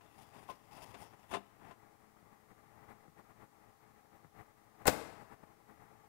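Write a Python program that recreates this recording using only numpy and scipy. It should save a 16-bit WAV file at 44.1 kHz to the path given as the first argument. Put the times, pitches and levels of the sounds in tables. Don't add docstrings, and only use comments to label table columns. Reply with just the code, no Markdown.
import sys
import numpy as np
from scipy import signal
from scipy.fft import rfft, irfft
from scipy.io import wavfile

SR = 44100
rng = np.random.default_rng(int(sys.argv[2]) if len(sys.argv) > 2 else 0)


def file_out(sig):
    cols = np.atleast_2d(sig).T
    lim = np.clip(cols, -1, 1)
    pcm = np.round(lim * 32767).astype(np.int16)
    wavfile.write(sys.argv[1], SR, pcm)


N = 268216
TIME = np.arange(N) / SR


def amp(db):
    return 10 ** (np.asarray(db) / 20)


def unit(x):
    return x / np.sqrt(np.mean(x ** 2) + 1e-20)


def read(points, hz):
    freq_hz, value = np.transpose(points)
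    return np.interp(np.log(hz + 1), np.log(freq_hz + 1), value)


def colour(x, spectrum):
    gain = amp(read(spectrum, np.fft.rfftfreq(len(x), 1 / SR)))
    return unit(irfft(rfft(x) * gain, len(x)))


def wander(hz):
    rolloff = 1 + (np.fft.rfftfreq(N, 1 / SR) / hz) ** 4
    return unit(irfft(rfft(rng.standard_normal(N)) / rolloff, N))


def add(mix, start_s, sound):
    part = mix[max(round(start_s * SR), 0):][:len(sound)]
    part += sound[:len(part)]


def ring(modes, contact_s=0.00049):
    t = TIME[:SR]
    swing = sum((-1) ** k * amp(db - 60 * t / t60_s) * np.sin(2 * np.pi * hz * t)
                for k, (hz, db, t60_s) in enumerate(modes))
    return swing * (1 - np.exp(-t / contact_s))


def burst(spectrum, t60_s, rise_s):
    t = TIME[:SR]
    return colour(rng.standard_normal(SR), spectrum) * amp(-60 * t / t60_s) * (1 - np.exp(-t / rise_s))


def room(x, wet_db, build_s=0.014):
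    echo_colour = [(60, -2), (200, 9.5), (600, 1.5), (1200, 0.5), (2200, 0), (4000, -1), (8000, -4.5),
                   (15000, 4)]
    echo_decay = [(100, 0.43), (500, 0.47), (2000, 0.68), (5000, 0.7), (10000, 0.6), (15000, 0.21)]
    hz, t, bands = signal.stft(rng.standard_normal(SR), SR, nperseg=256)
    bands = bands * amp(read(echo_colour, hz)[:, None] - 60 * t / read(echo_decay, hz)[:, None])
    echoes = signal.istft(bands, SR, nperseg=256)[1][:SR]
    echoes *= 1 - np.exp(-(TIME[:SR] / build_s) ** 2)
    echoes /= np.linalg.norm(echoes)
    return x + amp(wet_db) * signal.fftconvolve(x, echoes)[:len(x)]


def fan(drone_db=-63, flutter_db=1.0, ripple_db=1.5, drift_rad=0.4):
    air_spectrum = [(25, -4.5), (60, -2), (120, 2.5), (250, -0.5), (400, -4.5), (640, -2.5), (820, 2.5),
                    (960, -3), (1200, -1), (1500, -9.5), (2000, -7.5), (2800, -21.5), (5000, -32),
                    (15000, -28.5)]
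    motor_tones = [(76, -33.5), (113, -12.5), (215, -13.5), (323, -14), (430, -11), (742, -30),
                   (808, -11.5), (833, -13.5)]
    swells = [(2.517, 7, 0.016), (2.795, 6.5, 0.13), (2.913, 10, 0.024), (3.195, 7.5, 0.02),
              (3.308, 7, .016), (3.423, 11, 0.027), (3.878, 4.5, 0.038), (4.397, 10.5, 0.033),
              (4.826, 14, 0.033), (5.219, 11, 0.024), (5.326, 12.5, 0.019), (5.437, 10.5, 0.0072),
              (5.697, 6.5, 0.028), (5.854, 4, 0.08)]
    air = colour(rng.standard_normal(N), air_spectrum)
    hum = sum(amp(db) * np.sqrt(2) * np.sin(2 * np.pi * hz * TIME + drift_rad * wander(hz=3.0))
              for hz, db in motor_tones)
    level_db = drone_db + flutter_db * wander(hz=30) + ripple_db * wander(hz=14)
    level_db += sum(rise_db * np.exp(-((TIME - peak_s) / half_s) ** 2)
                    for peak_s, rise_db, half_s in swells)
    return (air + hum) * amp(level_db)


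def taps():
    touches = [(2.226, -52.5), (2.261, -55.5), (3.0796, -48.5), (4.246, -47), (5.427, -56), (5.694, -55.5)]
    cover_modes = [(86, -14, 0.23), (162, -2, 0.09), (290, 1, 0.021), (477, 2, 0.011), (785, -14, 0.033),
                   (1300, -5.5, 0.016), (1940, -7.5, 0.016)]
    out, cover = np.zeros(N), ring(cover_modes)
    for start_s, level_db in touches:
        add(out, start_s, amp(level_db) * cover)
    return out


def stroke(start_s, length_s, attack_s=0.023, release_s=0.017):
    t = np.maximum(TIME - start_s, 0)
    return (1 - np.exp(-t / attack_s)) * np.exp(-np.maximum(t - length_s, 0) / release_s)


def slide(slips_per_s=2500, spread_db=2.5, scrape_boost_db=10.5, shift_db=4, waver_db=2.0):
    pushes = [(0.15, .09, -73.5, -76), (0.329, 0.093, -73, -58), (0.475, 0.036, -62.5, -67),
              (0.705, 0.15, -66.5, -61.5), (0.859, 0.13, -69.5, -59.5), (0.998, 0.035, -63.5, -57),
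              (1.29, 0.047, -59.5, -58), (1.581, 0.13, -75.5, -53.5)]
    glide = (0, 1.41, -78, -67.5)
    hollow_modes = [(1990, 180, 0), (2670, 150, 0.5), (3500, 130, -2), (4860, 260, 4), (5500, 260, 0.5),
                    (7100, 280, -4), (9400, 800, -2.5)]
    scrape_spectrum = [(20, -21), (50, 1), (110, 11), (300, -2.5), (900, 6.5), (1600, -10.5), (3200, -7.5),
                       (4400, -17), (5600, -15), (8000, -16), (9400, -15.5), (11500, -15.5), (15500, -17.5)]
    drone_swell_spectrum = [(20, -20), (50, -6), (200, -3.5), (320, -4), (560, -10.5), (830, 1),
                            (1400, -14), (2100, -14), (3200, -27), (5000, -43), (15000, -42)]
    slips = (rng.random(N) < slips_per_s / SR) * rng.choice([-1, 1], N)
    slips = slips * amp(spread_db * np.minimum(rng.exponential(1, N), 4))
    hollow = np.zeros(N)
    for hz, width_hz, db in hollow_modes:
        resonance = signal.lfilter(*signal.iirpeak(hz, hz / width_hz, SR), slips)
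        hollow += amp(db + shift_db * wander(hz=6.7)) * resonance
    scrape = amp(scrape_boost_db) * colour(slips + hollow, scrape_spectrum)
    drone = colour(rng.standard_normal(N), drone_swell_spectrum)
    out = sum(stroke(start_s, length_s) * (amp(scrape_db) * scrape + amp(drone_swell_db) * drone)
              for start_s, length_s, scrape_db, drone_swell_db in pushes + [glide])
    return out * amp(waver_db * wander(hz=25))


def bumps():
    knocks = [(0.008, -63, -55, -59), (0.335, -51.5, -54.5, -70), (0.36, -62, -52.5, -70),
              (0.384, -51, -53, -73), (0.4892, -61, -63, -38.5), (0.4947, -46.5, -54, -39),
              (0.4994, -55, -46, -37.5), (0.5118, -52, -62, -52), (0.521, -56, -50, -67),
              (0.778, -48.5, -51, -56), (0.941, -69, -42.5, -52), (0.949, -46.5, -62, -68),
              (1.133, -64, -57, -55), (1.312, -59, -41.5, -42.5), (1.328, -32.5, -44, -43),
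              (1.3367, -53, -28.5, -45), (1.3464, -31, -35.5, -38), (1.353, -50, -38, -45),
              (1.368, -35, -57, -48), (1.709, -47.5, -50, -49.5)]
    body_modes = [(110, -21, 0.11), (198, -15, .2), (288.5, -11, 0.17), (397, -4.5, 0.089),
                  (573, -20, 0.041), (689.7, -2, 0.1), (874, -12, 0.1), (1100, -13, 0.076),
                  (1350, -13.5, 0.048), (1700, -25, 0.066), (2730, -11.5, 0.051), (3570, -18.5, 0.068),
                  (4720, -22, 0.045)]
    wall_modes = [(567, -11, 0.081), (734, -6.5, 0.12), (1030, 1, 0.09), (1524, -18, 0.071)]
    crack_spectrum = [(60, -11), (400, 7.5), (1000, 8), (2000, 1.5), (3200, -2.5), (5000, -13),
                      (10000, -17), (15500, -45)]
    out, body, wall = np.zeros(N), ring(body_modes), ring(wall_modes)
    for start_s, thud_db, crack_db, wall_db in knocks:
        crack = amp(crack_db) * burst(crack_spectrum, t60_s=0.09, rise_s=0.0022)
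        add(out, start_s, amp(thud_db) * body + amp(wall_db) * wall + crack)
    return out


def impact(length_s):
    progress = TIME[:SR] / length_s
    return (1 - progress) * np.exp(-progress)


def door(cabinet_db=-43.0, impact_db=-2, drone_tail_db=-42):
    blows = [(4.8553, -25, -38, -45), (4.8581, -29, -53, -57), (4.8640, -29.5, -33, -57),
             (4.869, -36, -35, -22.5), (4.8713, -32.5, -23, -20.5), (4.8776, -15.5, -15, -19),
             (4.8804, -41, -19, -36), (4.8844, -40, -30.5, -30.5), (4.8915, -33, -23.5, -32.5),
             (4.8969, -39, -28.5, -37)]
    panel_modes = [(80, -14.5, 0.13), (206.5, -20.5, 0.17), (286.5, -13, 0.19), (356, -29, 0.18),
                   (415, -9.5, 0.059), (456, -14, 0.042), (518, -7, 0.091), (645, -6.5, 0.042),
                   (717, -8, 0.074), (827, -8, 0.062), (915, -7.5, 0.054), (1048, -11, 0.065),
                   (1473, -8, 0.047), (1950, -9, 0.026), (2110, -16.5, 0.074), (2320, -26, 0.023)]
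    spring_modes = [(4753, -34, .05), (7270, -17, 0.034), (8130, -7, 0.02), (10700, -26, .05)]
    cabinet_modes = [(118, -7, 0.41), (212, -8, 0.81), (320, -3.5, 0.88), (456, 3, 0.74), (503, -21, 0.46),
                     (518, -11, 0.46), (652, 0, 0.91), (717, -12, .5), (923, -4, 0.32)]
    crack_spectrum = [(20, -40), (50, -22), (150, 2), (320, 4), (500, 11.5), (1000, 3.5), (2000, -5.5),
                      (3300, -8.5), (4600, -5.5), (5300, -9.5), (7500, -9), (11000, -29), (15500, -29)]
    snap_spectrum = [(20, -45), (500, -6), (2000, 8), (4000, -8), (5500, -6), (7300, 2.5), (9000, -0.5),
                     (12500, 3), (15500, 0)]
    drone_tail_spectrum = [(25, -35), (60, -7), (220, -4.5), (450, -7.5), (830, -3.5), (1250, -9),
                           (2200, -16.5), (3500, -34), (15000, -35)]
    out, spring = np.zeros(N), ring(spring_modes, contact_s=0.0001)
    panel = ring(panel_modes, contact_s=0.00066) - amp(impact_db) * impact(length_s=0.00027)
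    for start_s, thud_db, crack_db, catch_db in blows:
        crack = amp(crack_db) * burst(crack_spectrum, t60_s=0.042, rise_s=0.00023)
        catch = amp(catch_db) * (burst(snap_spectrum, t60_s=0.032, rise_s=0.0001) + spring)
        add(out, start_s, room(amp(thud_db) * panel + crack + catch, wet_db=-13.0))
    hardest_s = max(blows, key=lambda blow: blow[1])[0]
    drone_tail = amp(drone_tail_db) * burst(drone_tail_spectrum, t60_s=1.42, rise_s=0.055)
    add(out, hardest_s, amp(cabinet_db) * ring(cabinet_modes) + drone_tail)
    return out


def scene():
    handling = room(bumps() + slide() + taps(), wet_db=-22.5)
    return np.array([handling + door() + fan(), np.zeros(N)])


def record(dry, hiss_db=-75.5, edge_hz=15750):
    hiss_spectrum = [(20, -0.5), (200, 0), (1000, 0.86), (6000, 2), (15500, 1)]  # freq_hz, density_db
    hiss = amp(hiss_db) * np.array([colour(rng.standard_normal(N), hiss_spectrum) for channel in dry])
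    lowpass = signal.firwin(511, edge_hz, window=("kaiser", 9), fs=SR)
    return signal.oaconvolve(dry + hiss, lowpass[None], "same")


dry = scene()
out = record(dry)
file_out(out)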